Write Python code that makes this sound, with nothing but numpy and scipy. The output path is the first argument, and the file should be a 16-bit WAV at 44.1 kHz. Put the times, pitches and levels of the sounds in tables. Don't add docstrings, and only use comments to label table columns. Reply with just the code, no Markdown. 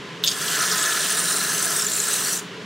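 import sys
import numpy as np
from scipy import signal
from scipy.fft import rfft, irfft
from scipy.io import wavfile
from scipy.ndimage import uniform_filter1d, map_coordinates

SR = 44100
rng = np.random.default_rng(int(sys.argv[2]) if len(sys.argv) > 2 else 0)


def dump(signal):
    limited = np.clip(np.atleast_2d(signal).T, -1, 1)
    pcm = np.round(limited * 32767).astype(np.int16)
    wavfile.write(sys.argv[1], SR, pcm)


N = 116865
T = np.arange(N) / SR
HZ = np.fft.rfftfreq(N, 1 / SR)
FLUTTER_HZ = 129


def amp(db):
    return 10 ** (np.asarray(db) / 20)


def unit(x):
    return x / np.sqrt(np.mean(x ** 2) + 1e-20)


def spectrum_at(points, hz):
    frequencies, values = np.transpose(points)
    return np.interp(np.log(hz + 1), np.log(frequencies + 1), values)


def curve(rows, column=1):
    rows = np.array(rows)
    return np.interp(T, rows[:, 0], rows[:, column])


def shape(x, gain):
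    return irfft(rfft(x) * gain, N)


def add(mix, start_s, sound):
    part = mix[round(start_s * SR):][:len(sound)]
    part += sound[:len(part)]


def wander(cutoff_hz):
    return unit(shape(rng.standard_normal(N), (HZ > 8) / np.sqrt(1 + (HZ / cutoff_hz) ** 4)))


def resonate(x, hz, width_hz):
    carrier = np.exp(2j * np.pi * np.cumsum(hz * np.ones(len(x))) / SR)
    pole = np.exp(-np.pi * width_hz / SR)
    baseband = signal.lfilter([(1 - pole) ** 2], [1, -2 * pole, pole * pole], x / carrier + 1e-18)
    return (carrier * baseband).real


def bubbles(bursts_per_s=26000, spread_db=1.5):
    size = amp(spread_db * np.minimum(rng.exponential(1, N), 4))
    polarity = rng.choice([-1., 1.], N)
    bursts = rng.random(N) < bursts_per_s / SR
    return unit(size * polarity * bursts)


def hiss(flutter, flutter_db=1, patch_db=2, split_hz=6220):
    # time_s, relative_db, treble_offset_db
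    flow = [(.3, -37, 3.5), (.355, -33, -1), (.41, -30, -1), (.44, -29, 0), (.49, -26.5, -1),
            (.61, -25, -2.5), (.7, -26, -1.5), (.85, -26, -1), (1.1, -26, -1), (1.35, -28.5, 3),
            (1.5, -28, 1.5), (1.8, -27.5, 2), (1.86, -31, 1), (1.97, -29.5, 3.5), (2.07, -30, 3),
            (2.14, -27.5, 2.5), (2.2, -29, 3), (2.335, -30, 4), (2.36, -33, 6), (2.39, -32.5, -3)]
    # frequency_hz, density_db
    low_spectrum = [(40, -62), (150, -51), (300, -9), (450, -8.5), (540, -16.5), (660, -3), (810, -12.5),
                    (1050, -6), (1600, -3.5)]
    high_spectrum = [(2300, -9.5), (2900, -3.5), (3800, -3.5), (4900, -1.5), (6000, -1), (7500, 0),
                     (8800, 0.1), (10500, -5), (11500, -10), (13600, -8.5), (15000, -13), (15700, -10.5)]
    spectrogram = signal.stft(bubbles(), nperseg=256)[2]
    patches = rng.standard_normal(spectrogram.shape[::-1])
    patches = uniform_filter1d(patches, size=4, axis=0)
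    patches = unit(uniform_filter1d(patches, size=7, axis=1)).T
    mottled = signal.istft(spectrogram * amp(patch_db * patches), nperseg=256)[1][:N]
    foam = shape(mottled, amp(spectrum_at(low_spectrum + high_spectrum, HZ)))
    foam *= amp(flutter_db * flutter)
    body = shape(foam, 1 / (1 + (HZ / split_hz) ** 10))
    treble = amp(curve(flow, column=2) - 0.34) * unit(foam - body)
    return amp(curve(flow)) * (amp(-2) * unit(body) + treble)


def nozzle(x):
    # time_s, centre_hz, boost_db
    low_formant = [(.48, 3300, 4), (.6, 3050, 2), (.76, 3550, 3), (.92, 3400, 1), (1.15, 3600, 2),
                   (1.3, 4100, 5), (1.45, 4070, 5), (1.55, 3800, 0), (1.72, 3750, 1), (1.81, 3680, 5),
                   (1.87, 4000, 1), (1.93, 4170, 8), (2.02, 4050, 6), (2.1, 3800, 5), (2.2, 4100, 3.5),
                   (2.29, 4400, 6.5), (2.37, 4400, 0)]
    high_formant = [(.45, 5700, 1), (.6, 5850, 3), (.72, 5900, 2), (.8, 6550, 4), (.9, 6250, 5),
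                    (1.02, 6100, 4), (1.12, 6300, 3), (1.2, 5400, 3), (1.35, 5500, 1), (1.49, 6280, 4.5),
                    (1.65, 6150, 3), (1.77, 5900, 4), (1.82, 5350, 6), (1.9, 5550, 1), (2.02, 6100, 1),
                    (2.16, 6300, 5), (2.25, 5750, 6), (2.34, 5750, 3), (2.39, 6800, 5)]
    for formant in (low_formant, high_formant):
        excess_gain = amp(curve(formant, column=2)) - 1
        x = x + 2 * excess_gain * resonate(x, curve(formant), width_hz=650)
    return x


def gurgle(flutter, flutter_db=1.54, drift_depth=0.016):
    # time_s, relative_db
    envelope = [(.3, -45), (.36, -33.5), (.45, -33.5), (.485, -34), (.54, -26), (.61, -24), (.68, -27.5),
                (.88, -27.5), (1.1, -32), (1.3, -30.5), (1.37, -32.5), (1.43, -28.5), (1.55, -32.5),
                (1.84, -33), (1.87, -38), (2.06, -38), (2.09, -27.5), (2.14, -41), (2.29, -32), (2.39, -48)]
    # centre_hz, width_hz, relative_db
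    modes = [(1030, 84, -14), (1292.5, 125, -2.5), (1475, 290, -3.5), (1711, 132, 0.5), (1900, 580, -5.5)]
    drive = bubbles() * amp(flutter_db * (flutter + wander(FLUTTER_HZ)) / np.sqrt(2))
    drift = 1 + drift_depth * wander(cutoff_hz=15.6)
    ring = sum((-1) ** k * amp(db) * unit(resonate(drive, hz * drift, width_hz))
               for k, (hz, width_hz, db) in enumerate(modes))
    return amp(curve(envelope) - 1.23) * unit(ring)


def spits(rise_s=0.002):
    # start_s, relative_db, pitch_hz
    pockets = [(0.479, -16, 3340), (0.553, -15, 6500), (0.607, -10, 5900), (.713, -11.5, 5030),
               (.72, -13, 5700), (0.78, -11, 6650), (0.823, -10, 7600), (0.857, -12, 6400),
               (1.103, -10, 9300), (1.12, -23, 8800), (1.185, -11.5, 8760), (1.193, -17, 8930),
               (1.318, -9.5, 8850), (1.363, -11, 7810), (1.624, -8.5, 8150), (1.794, -16, 5400),
               (1.819, -12.5, 7700), (1.825, -13.5, 5400), (1.845, -15, 6030), (1.865, -6, 7270),
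               (1.915, -13, 7450), (1.916, -19, 3940), (1.933, -10.5, 7160), (1.953, -19, 4100),
               (1.963, -12.5, 7460), (1.973, -14, 8960), (1.999, -7.5, 6960), (2.037, -10, 7560),
               (2.084, -8.5, 8300), (2.101, -13, 8300), (2.133, -9, 7850), (2.14, -13, 10900),
               (2.325, -14, 9800), (2.33, -13, 6000), (2.374, -14, 7000)]
    out = np.zeros(N)
    age = T[:1500] / rise_s
    swell = age * np.exp(1 - age)
    for start_s, db, pitch_hz in pockets:
        squeak = resonate(rng.standard_normal(len(age)), pitch_hz, width_hz=750) * swell
        add(out, start_s, amp(db - 10.3) * squeak * np.linalg.norm(swell) / np.linalg.norm(squeak))
    return out


def whistle(flutter_db=6):
    # time_s, pitch_hz, level_db
    glide = [(.4, 7060, -68), (.62, 6360, -35), (.85, 8200, -34), (1.1, 9180, -36), (1.2, 8800, -33.5),
             (1.33, 8850, -31.5), (1.42, 9100, -36), (1.52, 10220, -36), (1.68, 9400, -37),
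             (1.77, 8060, -31), (1.87, 7250, -36), (2.03, 7900, -31), (2.1, 7760, -44), (2.3, 8300, -40),
             (2.38, 6940, -40)]
    tone = resonate(bubbles(), curve(glide), width_hz=490)
    tone *= amp(flutter_db * wander(FLUTTER_HZ))
    return amp(curve(glide, column=2)) * unit(tone)


def modal_ring(modes, sign):
    t = T[:2048]
    return sum(sign ** k * amp(db - 60 * t / t60_s) * np.sin(2 * np.pi * hz * t)
               for k, (hz, db, t60_s) in enumerate(modes))


def sputter(tick_decay_s=0.002, highpass_hz=2900):
    # start_s, relative_db, upper_modes_db, decay_s
    pops = [(.2385, 1.5, -11, .0001), (.2422, -1, -11, .0002), (.2467, -2, -14, .0006),
            (.252, -8.5, -13, .002), (.258, -13, -4, .005), (.264, -15, 5, .005), (.2715, -14, 2, .003),
            (.2748, -4.8, 5.5, .003), (.2805, -3.5, 3, .0014), (.2865, -8.5, 3.5, .003),
            (.294, -15, 3, .003), (.303, -21, 6, .006), (.314, -18, 7, .008)]
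    # frequency_hz, relative_db, t60_s
    lower_modes = [(3100, -11, .008), (3420, -4, .01), (3600, 0, .018), (3860, -6, .013)]
    upper_modes = [(4300, -5, .004), (4700, 1, .008), (5080, 2, .007), (5700, -3, .004), (6280, 0, .006),
                   (6640, 2, .007), (7050, -7, .004), (7700, -8, .004)]
    # start_s, level_db
    ticks = [(.2385, -29), (.2422, -20), (.2465, -22), (.2495, -28)]
    out, t = np.zeros(N), T[:2048]
    lower_ring, upper_ring = modal_ring(lower_modes, sign=1), modal_ring(upper_modes, sign=-1)
    for start_s, db, upper_db, decay_s in pops:
        puff = amp(-5) * rng.standard_normal(len(t)) * np.exp(-t / decay_s)
        puff[0] = 1
        gain = amp(db - 12.5) * np.sqrt(1 + decay_s / 0.0016)
        for ring in (lower_ring, amp(upper_db) * upper_ring):
            response = signal.fftconvolve(puff, ring)
            add(out, start_s, gain * response * np.linalg.norm(ring) / np.linalg.norm(response))
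        add(out, start_s, amp(db - 15) * puff)
    for start_s, db in ticks:
        tick = unit(resonate(rng.standard_normal(len(t)), hz=13600, width_hz=3300))
        add(out, start_s, amp(db) * tick * np.exp(-t / tick_decay_s))
    return signal.sosfilt(signal.butter(7, highpass_hz, btype="high", fs=SR, output="sos"), out)


def knock(start_s=0.2387, pitch_hz=1550, decay_s=0.0025):
    out, t = np.zeros(N), T[:2048]
    add(out, start_s, amp(-26) * np.sin(2 * np.pi * pitch_hz * t) * np.exp(-t / decay_s))
    return out


def glass(x, echo_gain=0.12, sound_m_per_s=343):
    # time_s, extra_path_m
    detour = [(.55, .2), (.72, .222), (.85, .22), (1.15, .21), (1.42, .212), (1.52, .197), (1.7, .205),
              (1.8, .23), (1.9, .209), (2.05, .21), (2.25, .202)]
    delay_s = curve(detour) / sound_m_per_s
    return x - echo_gain * map_coordinates(x, [(T - delay_s) * SR], order=3)


def spray(open_s=0.229, rise_s=0.012, shut_s=2.396, fall_s=0.013):
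    valve = np.clip((T - open_s) / rise_s, 0, 1) * np.clip(1 - (T - shut_s) / fall_s, 0, 1)
    flutter = wander(FLUTTER_HZ)
    opening = knock() + sputter()
    stream = glass(nozzle(hiss(flutter))) + gurgle(flutter) + whistle()
    return kitchen(opening + valve * stream + spits())


def kitchen(x, patterns=5, shift_s=0.223, counter_decay_s=0.012, counter_db=-16, room_db=-12.5):
    # frequency_hz, t60_s
    decay_times = [(200, 0.25), (2000, 0.76), (6000, 0.28), (15000, 0.27)]
    t = T[:SR // 2]
    hz, age_s, spectrogram = signal.stft(rng.standard_normal(len(t)) * (t > 0.006), SR, nperseg=256)
    decay = amp(-60 * age_s / spectrum_at(decay_times, hz)[:, None])
    tail = signal.istft(spectrogram * decay, SR, nperseg=256)[1][:len(t)]
    out = x + amp(room_db) * signal.fftconvolve(x, tail / np.linalg.norm(tail))[:N]
    t = T[:1024]
    for k in range(patterns):
        early = rng.standard_normal(len(t)) * (t > 0.0006) * np.exp(-t / counter_decay_s)
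        crossfade = np.sin(np.pi / 2 * np.minimum((T / shift_s - k) % patterns, 2))
        out = out + amp(counter_db) * signal.oaconvolve(x * crossfade, early / np.linalg.norm(early))[:N]
    return out


def fan(rush_db=-36):
    # frequency_hz, density_db
    rush_spectrum = [(20, -42), (45, -52), (80, -22), (105, -14), (130, -4.5), (170, -1), (235, -7.5),
                     (290, -4.5), (330, -8.5), (420, 0), (520, -9.5), (600, -12.5), (700, -16), (820, -16),
                     (1020, -10.5), (1200, -12), (1700, -11), (2500, -14.5), (3000, -12.5), (4500, -20.5),
                     (7000, -27.5), (10000, -38.5), (15500, -52)]
    # pitch_hz, level_db
    hum_lines = [(183, -47.5), (414, -52), (1020, -51.5)]
    rush = unit(shape(rng.standard_normal(N), amp(spectrum_at(rush_spectrum, HZ))))
    hum = sum(amp(db) * unit(resonate(rng.standard_normal(N), hz, width_hz=27)) for hz, db in hum_lines)
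    return amp(rush_db) * rush + hum


def scene(left_db=-0.18):
    # frequency_hz, side_over_mid_db
    spray_width = [(50, -15), (150, -69), (700, -22), (2500, -42), (4500, -19), (7000, -13), (9500, -15),
                   (13000, -33.5)]
    fan_width = [(50, -24), (170, -22), (450, -20), (1500, -11.5), (5000, -12.5), (15000, -17)]
    mid = spray() + fan()
    side = shape(spray(), amp(spectrum_at(spray_width, HZ)))
    side += shape(fan(), amp(spectrum_at(fan_width, HZ)))
    return np.array([amp(left_db) * (mid + side), mid - side])


def record(dry):
    lowpass = signal.firwin(801, cutoff=15780, window=("kaiser", 9), fs=SR)
    return signal.oaconvolve(dry, lowpass[None], "same")


dry = scene()
out = record(dry)
dump(out)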